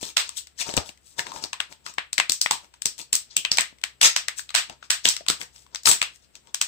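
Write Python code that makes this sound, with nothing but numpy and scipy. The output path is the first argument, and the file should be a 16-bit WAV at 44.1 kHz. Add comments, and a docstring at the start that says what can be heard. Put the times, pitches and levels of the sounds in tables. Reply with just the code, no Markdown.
"""A quiet room's coloured noise and a far hum, a wavering tone with its octave, lie underneath throughout.
From the very start rubs (showers of tiny cracks), card knocks and snaps (sharp coloured steps) mingle, as
fingers bend a stiff plastic blister pack; the room echoes them. Near 0.8 s the pack bumps the table, a
fading low tone. Snaps go on to the end, a very loud one early and many loud ones after 2 s.
The hands are left of a small stereo recorder, so the right is weaker; a limiter squeezes loud snaps."""
import sys
import numpy as np
from scipy import signal
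from scipy.io import wavfile
from scipy.ndimage import uniform_filter1d, minimum_filter1d

SR = 44100
rng = np.random.default_rng(int(sys.argv[2]) if len(sys.argv) > 2 else 0)


def ratio_of_db(decibels):
    """Turn decibels (scalar or array-like) into linear amplitude factors; 0 dB maps to 1."""
    return 10 ** (np.asarray(decibels, float) / 20)


def output_pcm(signal):
    """Save a mono or channel-first signal as 16-bit PCM at the path in sys.argv[1].

    Samples are clipped to [-1, 1] before scaling.
    """
    pcm = np.clip(np.atleast_2d(signal).T, -1, 1) * 32767
    wavfile.write(sys.argv[1], SR, np.round(pcm).astype(np.int16))


N = 294493  # length [samples]
FAR_PORT_LAG_S = .0003  # the right port hears the hands this much later
THUMP_HZ = 400  # the card's dull thump lies mostly below this


def read(points, hz):
    """Looks up a table of (frequency, value), with frequency on a log scale."""
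    f, value = np.transpose(points)
    return np.interp(np.log(hz + 1), np.log(f + 1), value)


def colour(x, points):
    """Gives a sound the listed spectrum, using a filter that only looks back in time."""
    hz = np.fft.fftfreq(4096, 1 / SR)
    log_gain = np.log(ratio_of_db(read(points, abs(hz))))
    # the Hilbert transform finds the phase that puts the energy as early as possible
    spectrum = np.exp(np.conj(signal.hilbert(log_gain)))
    taps = np.fft.ifft(spectrum).real[:2048]
    return signal.oaconvolve(np.atleast_2d(x), taps[None], axes=1)[:, :np.shape(x)[-1]]


def band(x, lo_hz, hi_hz):
    """Keeps one band of frequencies and scales it to rms 1."""
    sos = signal.butter(2, [lo_hz, min(hi_hz, .45 * SR)], "band", fs=SR, output="sos")
    y = signal.sosfilt(sos, x)
    return y / np.sqrt(np.mean(y ** 2) + 1e-20)


def add(mix, s, sound):
    """Mixes a sound in at time s, cutting what runs past the end."""
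    part = mix[round(s * SR):][:len(sound)]
    part += sound[:len(part)]


# spectrum of the room tone, only its shape counts: (frequency [Hz], level [dB])
ROOM_TONE = [(24, -31), (40, 4), (536, -6), (957, -12), (1230, -11), (2970, -11), (6830, -22), (7750, -5.5),
             (10500, -31), (15300, -19), (16500, -58.5)]
# far hum, before the left/right balance:
# (time [s], frequency [Hz], level of the low tone [dB], level of its octave [dB])
FAR_HUM = [(0.0, 68.8, -68, -83.5), (1.53, 69.5, -71, -81), (3.12, 61.2, -73, -79.5),
           (5.64, 66.6, -67.5, -74), (5.84, 59.9, -71, -74), (6.01, 63.4, -68.5, -74),
           (6.68, 61.7, -81, -86.5)]


def background():
    """Room tone is noise partly shared by the ports; the hum is a wavering low tone and its octave."""
    noise = rng.standard_normal((3, N))
    tone = colour(noise[:2] + 0.14 * noise[2], ROOM_TONE)
    drift = band(rng.standard_normal(N), 2.1, 19)  # the tone breathes a little
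    tone *= ratio_of_db(-65 + 0.89 * drift) / np.sqrt(np.mean(tone ** 2))
    s, *columns = np.transpose(FAR_HUM)
    hz, low_db, octave_db = (np.interp(np.arange(N) / SR, s, c) for c in columns)
    waver = 1 + 1.2 * uniform_filter1d(rng.standard_normal(N), 2000)
    phase = 2 * np.pi * np.cumsum(hz * waver) / SR
    hum = np.sqrt(2) * (ratio_of_db(low_db) * np.sin(phase) + ratio_of_db(octave_db) * np.sin(2 * phase))
    return (tone + hum) * ratio_of_db(np.array([[2.5], [-2.5]]))  # left a little louder


# how the plastic sheet colours cracks and snaps: (frequency [Hz], level [dB])
PLASTIC_SHEET = [(120, -68.5), (500, -11.5), (1200, -4), (2500, 2.5), (4000, 5.5), (6500, 6), (12000, 6)]
# facets of the blister that take turns to sound: (frequency [Hz])
FACET_TONES = [1100, 1500, 2000, 2700, 3600, 4700, 6000]
# fingers rubbing: (time of full pressure [s], hold [s], crackle level before the microphone [dB],
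# card level against the film [dB], treble edge level against the film [dB])
FINGER_RUBS = [(0.021, 0.083, -37.5, -13.5, 3.5), (0.245, 0.099, -45.5, -16, -6.5),
               (0.374, 0.017, -37.5, -45, 9.5), (0.592, 0.016, -35, -30, 2), (0.608, 0.015, -26, -21, -3.5),
               (0.665, 0.088, -37.5, -5, -2), (0.774, 0.0041, -28.5, 4, -11),
               (0.788, 0.013, -55.5, -2, 0.5), (0.863, 0.033, -47.5, -8, 5.5),
               (1.066, 0.074, -59.5, -24, 10), (1.187, 0.018, -34, -3.5, 1.5), (1.261, 0.052, -45.5, 0, -3),
               (1.341, 0.054, -42, -0.5, 1), (1.425, 0.033, -40, -5, -1.5), (1.716, 0.011, -52.5, -0.5, 4),
               (1.863, 0.044, -43.5, -11, 0), (2.637, 0.023, -62, 3, 4), (2.754, 0.007, -65, -6, -15),
               (2.994, 0.026, -40, -11.5, 3.5), (3.312, 0.054, -49, -19, -17), (4.03, .03, -6.5, -22.5, -2),
               (4.381, 0.015, -35.5, -37, 7), (4.7, 0.033, -53.5, 1, -17), (4.841, 0.015, -48.5, -14, -8),
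               (5.054, .05, -21, -25, -2), (5.408, 0.025, -42.5, -5, 6.5), (5.552, 0.091, -56, -13, 5.5),
               (5.741, 0.0043, -55, 2, -15), (5.869, 0.055, -22.5, -8.5, 13.5),
               (6.153, 0.0065, -54.5, -41, 4), (6.232, 0.016, -61, -24, -3),
               (6.36, 0.0077, -52.5, -10.5, -19), (6.477, 0.017, -59.5, -1.5, -10.5)]


def rubs():
    """Moving fingers set off dense tiny cracks of uneven size, in clumps, on plastic and card."""
    cracks_per_s, spread_db, clump_db = 3600, 2.4, 1.5
    facet_db = 2.5  # how strongly each facet comes and goes
    card_hz, card_ring_db = 950, -6  # the card rings a little under the fingers
    press_s, still_db = 0.032, -74.5  # a rub swells from this level over this time
    tire_db_per_s, lift_db_per_s = 89, 1109.5  # sag from full pressure on; extra fall once the finger lifts

    clumps = band(rng.standard_normal(N), 30, 170)
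    size = ratio_of_db(spread_db * np.minimum(rng.exponential(1, N), 5) + clump_db * clumps)
    cracks = size * (rng.random(N) < cracks_per_s / SR) * rng.choice([-1., 1.], N)
    facets = np.zeros(N)
    for hz in FACET_TONES:
        turns = facet_db * band(rng.standard_normal(N), 8, 40)
        share = ratio_of_db(read(PLASTIC_SHEET, hz) + turns) * np.sqrt(hz)
        facets += share * band(cracks, hz / 1.2, hz * 1.2)
    film = band(facets, 1400, 5200)
    edge = band(cracks * rng.choice([-1., 1.], N), 6200, 24000)
    card_ring = band(cracks, card_hz / 1.1, card_hz * 0.98)
    card = band(cracks, 78, 1200) + ratio_of_db(card_ring_db) * card_ring

    out = np.zeros(N)
    t = np.arange(N) / SR
    for s, hold, level_db, card_db, edge_db in FINGER_RUBS:
        now = slice(max(round((s - .1) * SR), 0), round((s + hold + .1) * SR))
        since = t[now] - s
        swell_db = (still_db - level_db) * since / press_s
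        loss_db = np.where(since < 0, swell_db, tire_db_per_s * since)
        loss_db = loss_db + lift_db_per_s * np.maximum(since - hold, 0)
        crackle = film[now] + ratio_of_db(card_db) * card[now] + ratio_of_db(edge_db) * edge[now]
        out[now] += ratio_of_db(level_db - loss_db) * crackle
    return out


# how long the room takes to die away by 60 dB: (frequency [Hz], time [s])
ROOM_DECAY = [(200, 0.13), (530, 0.2), (1390, 0.21), (3680, 0.22), (9700, 0.17)]
# strength of the room's answer, left then right: (level [dB])
ROOM_LEVEL = [-7.5, -11]


def room(x):
    """Walls return sparse echoes of random sign for each row and port; each band dies at its own speed."""
    rise_s = 0.0087  # the room builds up after the sound
    wall_s, wall_width_s, wall_db = 0.0095, 0.0023, -0.5  # first strong reflection
    length = SR // 2
    taps = np.zeros((len(x), 2, length))
    delay = np.arange(length) / SR
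    slots = np.arange(160, length - 12, 12)
    at = slots + rng.integers(0, 12, (len(x), 2, len(slots)))  # one echo somewhere in each slot
    np.put_along_axis(taps, at, rng.choice([-1., 1.], at.shape), 2)
    build_up = 1 - np.exp(-(delay / rise_s) ** 2)
    wall = ratio_of_db(wall_db) * np.exp(-((delay - wall_s) / wall_width_s) ** 2)
    taps *= build_up + wall
    hz, t, z = signal.stft(taps, SR, nperseg=128)
    decay = ratio_of_db(-60 * t / read(ROOM_DECAY, hz)[:, None])
    tail = signal.istft(z * decay, SR, nperseg=128)[1]
    tail *= ratio_of_db(np.array(ROOM_LEVEL))[:, None] / np.linalg.norm(tail, axis=2, keepdims=True)
    return signal.oaconvolve(x[:, None], tail, axes=2)[..., :N].sum(0)


def thump(hz):
    """Power spectrum of the card's dull low motion: weak above THUMP_HZ and below 70 Hz."""
    return 1 / (1 + (hz / THUMP_HZ) ** 4) / (1 + (70 / hz) ** 4)


def struck(peak_db, hz, power):
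    """A sudden jolt: one sharp click with the given power spectrum and peak."""
    click = np.zeros(1500)
    click[0] = 1
    sound = colour(click, np.transpose([hz, 10 * np.log10(power)]))[0]
    return ratio_of_db(peak_db) * sound / abs(sound).max()


# the backing card jerks: (time [s], peak level before mixing [dB])
CARD_KNOCKS = [(0.0288, -26.5), (0.6891, -30), (0.7384, -27), (0.777, -15), (0.8942, -42), (1.1936, -37),
               (1.3586, -49), (1.4391, -32), (1.9388, -49), (2.1873, -27.5), (2.2964, -28.5), (2.5092, -21),
               (2.8578, -26), (3.1298, -26.5), (3.3656, -24), (3.5157, -25.5), (3.5842, -22), (3.727, -45),
               (4.032, -23), (4.698, -38), (5.0552, -15), (5.2076, -38), (5.2853, -23.5), (5.301, -18.5),
               (5.4127, -45), (5.8719, -32.5), (5.8935, -33), (6.613, -38)]


def knocks():
    """The card jerks with a dull knock; lists (time, sound, share heard directly)."""
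    hz = np.geomspace(30, 20000, num=60)
    return [(s, struck(peak_db, hz, thump(hz)), .5) for s, peak_db in CARD_KNOCKS]


def snap(peak_db, panel_hz, ring_db, edge_db):
    """A crease gives way: the colour of the sheet, a briefly ringing panel and the thump of the card."""
    tilt_hz, ring_octaves = 4200, .23  # brightness acts above the first; width of a panel's ring
    thump_db = -28  # every snap also shakes the card a little
    hz = np.geomspace(30, 20000, num=120)
    sheet = ratio_of_db(read(PLASTIC_SHEET, hz) + edge_db / (1 + (tilt_hz / hz) ** 4)) ** 2
    ring = ratio_of_db(ring_db) ** 2 * np.exp(-(np.log2(hz / panel_hz) / ring_octaves) ** 2)
    card = ratio_of_db(thump_db) ** 2 * thump(hz)
    # powers as shares of the whole band, so that narrow parts stand higher per Hz
    power = sheet + ring * tilt_hz / (ring_octaves * panel_hz) + card * tilt_hz / THUMP_HZ
    return struck(peak_db, hz, power)


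# creases snapping: (time [s], peak level before mixing [dB], ringing panel frequency [Hz],
# ring level [dB], brightness [dB])
CREASE_SNAPS = [(0.0293, -8.5, 3000, -14, -5.5), (0.1694, 19.5, 4200, -9.5, -11),
                (0.292, -7.5, 1160, -7.5, -3), (0.37, -10, 3500, 14, 12), (0.384, -22, 3190, 21.5, -1),
                (0.4708, -19.5, 5230, -5, -5), (0.6917, -13, 540, -5, -16.5), (0.6976, -14.5, 656, 6, -9.5),
                (0.7391, -7.5, 675, -8, -10.5), (0.7672, 1.5, 5500, 15, 10), (0.7765, 1.5, 720, -2, -13.5),
                (0.8914, -15.5, 770, -8.5, -13.5), (0.975, -33, 1900, 3, -1),
                (1.193, -0.5, 1790, -0.5, -13), (1.2674, -14.5, 904, -8, -21.5), (1.3183, -16, 1020, 9, -8),
                (1.3611, -18, 930, 1.5, -19), (1.4393, -5, 4930, 5.5, -7.5), (1.5313, -5, 960, -9, -17.5),
                (1.603, -2, 1620, -15, -20.5), (1.7251, -17.5, 3160, -4, -9.5),
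                (1.8638, -12, 1220, -5.5, -19.5), (1.9382, -19.5, 970, -5.5, 2.5),
                (1.983, -5.5, 1810, -15, -32.5), (2.1303, -0.5, 4480, 1.5, 0.5), (2.1809, 5, 2160, -6, -13),
                (2.1876, -1.5, 5330, -17.5, -15), (2.1998, 4, 2200, -6, -22), (2.2964, 8, 4450, 6.5, 1.5),
                (2.3201, 10.5, 6000, 10.5, 7), (2.4145, 12.5, 5100, 12, 7.5),
                (2.461, -3, 2135, -11.5, -23.5), (2.5104, 14, 931, -1.5, -5.5), (2.6447, -29, 980, -6, -11),
                (2.7395, -25.5, 940, -10, -15), (2.8201, -4, 5800, -13, 1.5), (2.8569, 11, 5360, 7.5, 3.5),
                (2.9806, -16, 6160, 3, 4), (2.99, -12, 5930, -2, 4), (3.1295, 15.5, 4810, -8.5, 2.5),
                (3.1533, 11, 5220, 2.5, 11), (3.3668, 12, 2920, 11.5, 7.5), (3.45, -2, 2840, 0, -19.5),
                (3.5166, 9.5, 5040, 6.5, -7), (3.5721, 1.5, 5500, 2.5, -4.5),
                (3.5843, 13.5, 2030, -6.5, -14.5), (3.6084, 4, 1810, -9, 3.5), (3.6171, -3, 2180, 0.5, -7),
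                (3.785, -31.5, 2000, -4.5, -10), (3.815, -26, 3470, 0, -8), (3.8384, 1, 1930, -7.5, -13.5),
                (4.0145, 18.5, 3300, -9, -7.5), (4.031, 8.5, 1940, -11.5, -4.5), (4.0551, 4, 3100, -9, -11),
                (4.1633, 11.5, 5500, -3.5, -12), (4.2834, 1, 1930, -4.5, -13.5),
                (4.3938, -11.5, 1605, -5, -13), (4.4922, -17, 3920, 2, -14.5),
                (4.5044, -15.5, 1120, -16.5, -17.5), (4.5432, -7.5, 2540, -10, -15),
                (4.5505, 23, 1619, -15, -10.5), (4.6974, -15, 730, -4.5, -17),
                (4.827, -25.5, 1330, -3, -24.5), (4.9046, 19, 1688, -8.5, -6),
                (5.0517, -9.5, 3270, -4, -23), (5.0544, 14, 3200, 1, -9), (5.0878, 15.5, 5600, 4, 2),
                (5.1657, -5, 5230, 0.5, -10.5), (5.2075, -26, 620, 6.5, -12.5),
                (5.2644, -14.5, 1070, -8, -14.5), (5.2848, 10.5, 4440, 1.5, -6.5),
                (5.3004, 11.5, 1330, -7, -6), (5.4142, -9.5, 1830, -5.5, -16),
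                (5.5604, -26, 5260, 3, -11.5), (5.6647, -31.5, 970, -1, -10), (5.7478, -7, 5950, 1, -11),
                (5.7582, -8.5, 4800, 2.5, -10), (5.8342, -16.5, 5100, 9.5, 7.5),
                (5.857, 10, 4770, 11, -3.5), (5.8724, 9, 1400, -5, -13), (5.8938, -4, 1680, 3.5, -7),
                (5.9145, 16, 5700, -15.5, -5.5), (6.0168, 7, 2740, -5, -17), (6.027, 1, 2500, -8.5, -10),
                (6.3537, -18, 5960, -2.5, -5.5), (6.4719, -30.5, 950, -3, -13),
                (6.5451, 2.5, 5740, -1, -4.5), (6.614, 11.5, 6500, -1.5, -5)]


def snaps():
    """Creases snap through, weaker ones less abruptly; lists (time, sound, share heard directly)."""
    crisp_db = -4  # a snap with this peak is half direct
    return [(s, snap(*how), 1 / (1 + ratio_of_db(crisp_db - how[0]))) for s, *how in CREASE_SNAPS]


# strength of the scattered sound, left then right: (level [dB])
SCATTER_LEVEL = [1.5, -6]


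def spread(events):
    """Hands, pack and box scatter each jolt; rows dealt in turn meet different room reflections."""
    fade_s = 0.0022
    lead_in_s, lead_in_db = .0015, -15.5  # a faint noise swells just before each jolt
    rows, direct, scatter = np.zeros((3, N)), np.zeros(N), np.zeros((2, N))
    t = np.arange(-200, 700) / SR - np.array([[0], [FAR_PORT_LAG_S]])
    lead_in = ratio_of_db(lead_in_db) * np.exp(-abs(t) / lead_in_s)
    shape = np.where(t > 0, np.exp(-abs(t) / fade_s), lead_in)
    for k, (s, sound, abrupt) in enumerate(events):
        add(rows[k % 3], s, sound)
        add(direct, s, sound * abrupt)
        paths = rng.standard_normal(t.shape) * shape
        for port in range(2):
            gain = ratio_of_db(SCATTER_LEVEL[port]) / np.linalg.norm(paths[port])
            add(scatter[port], s + t[0, 0], gain * signal.fftconvolve(sound, paths[port]))
    return rows, direct, scatter


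def ports(x):
    """Direct sound reaches the right port later and shadowed."""
    lag = round(FAR_PORT_LAG_S * SR)
    return np.array([x, ratio_of_db(-12.5) * np.pad(x, (lag, 0))[:N]])


def bump():
    """The pack once bumps the table under the recorder: a low thud that swells fast and dies away."""
    start_s, level_db, hz, t60_s, rise_s = .778, -19, 78, 0.092, 0.0043
    t, out = np.arange(SR // 4) / SR, np.zeros(N)
    envelope = ratio_of_db(level_db - 60 * t / t60_s) * (1 - np.exp(-t / rise_s))
    add(out, start_s, envelope * np.sin(2 * np.pi * hz * t))
    return out


# how the microphones colour the pack and its echoes: (frequency [Hz], gain [dB])
MIC_COLOUR = [(40, 6.5), (100, 2.5), (6500, 4), (7200, 2.5), (7850, 12.5), (8500, 5), (10500, -13.5),
              (15300, -6.5), (16500, -39.5)]


def microphones(left, right):
    """So close, bass falls off further on the way to the right; both ports then share one colour."""
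    bass_hz, bass_far_db = 288, -7.5
    right = colour(right, [(bass_hz / 2, bass_far_db), (bass_hz * 2, 0)])[0]
    return colour(np.array([left, right]), MIC_COLOUR)


def scene():
    """Pack, room and background at the two ports."""
    creases, direct, scatter = spread(snaps() + knocks())
    fingers = rubs()
    turn = 14. * np.arange(N) / SR  # moving hands keep changing what the rubs reflect from
    echoes = room(np.vstack([creases, fingers * np.cos(turn), fingers * np.sin(turn)]))
    left, right = ports(direct + fingers + bump()) + scatter + echoes
    return microphones(left, right) + background()


def band_limit(x):
    """A steep low-pass at the top of the band."""
    return signal.sosfilt(signal.butter(12, 17000, fs=SR, output="sos"), x)


def record(dry):
    """Each channel has a limiter that turns down just ahead of a peak, then lets go at a steady rate."""
    over_db = np.maximum(20 * np.log10(abs(dry) + 1e-9), 0)
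    fall_db = np.arange(N) * 586.0 / SR  # release [dB/s]
    cut_db = np.maximum.accumulate(over_db + fall_db, axis=1) - fall_db
    ahead_db = -minimum_filter1d(-cut_db, size=25, axis=1)  # largest cut nearby
    limited = dry / ratio_of_db(uniform_filter1d(ahead_db, size=21, axis=1))
    return band_limit(np.clip(limited, -1, 1))


dry = scene()
out = record(dry)
output_pcm(out)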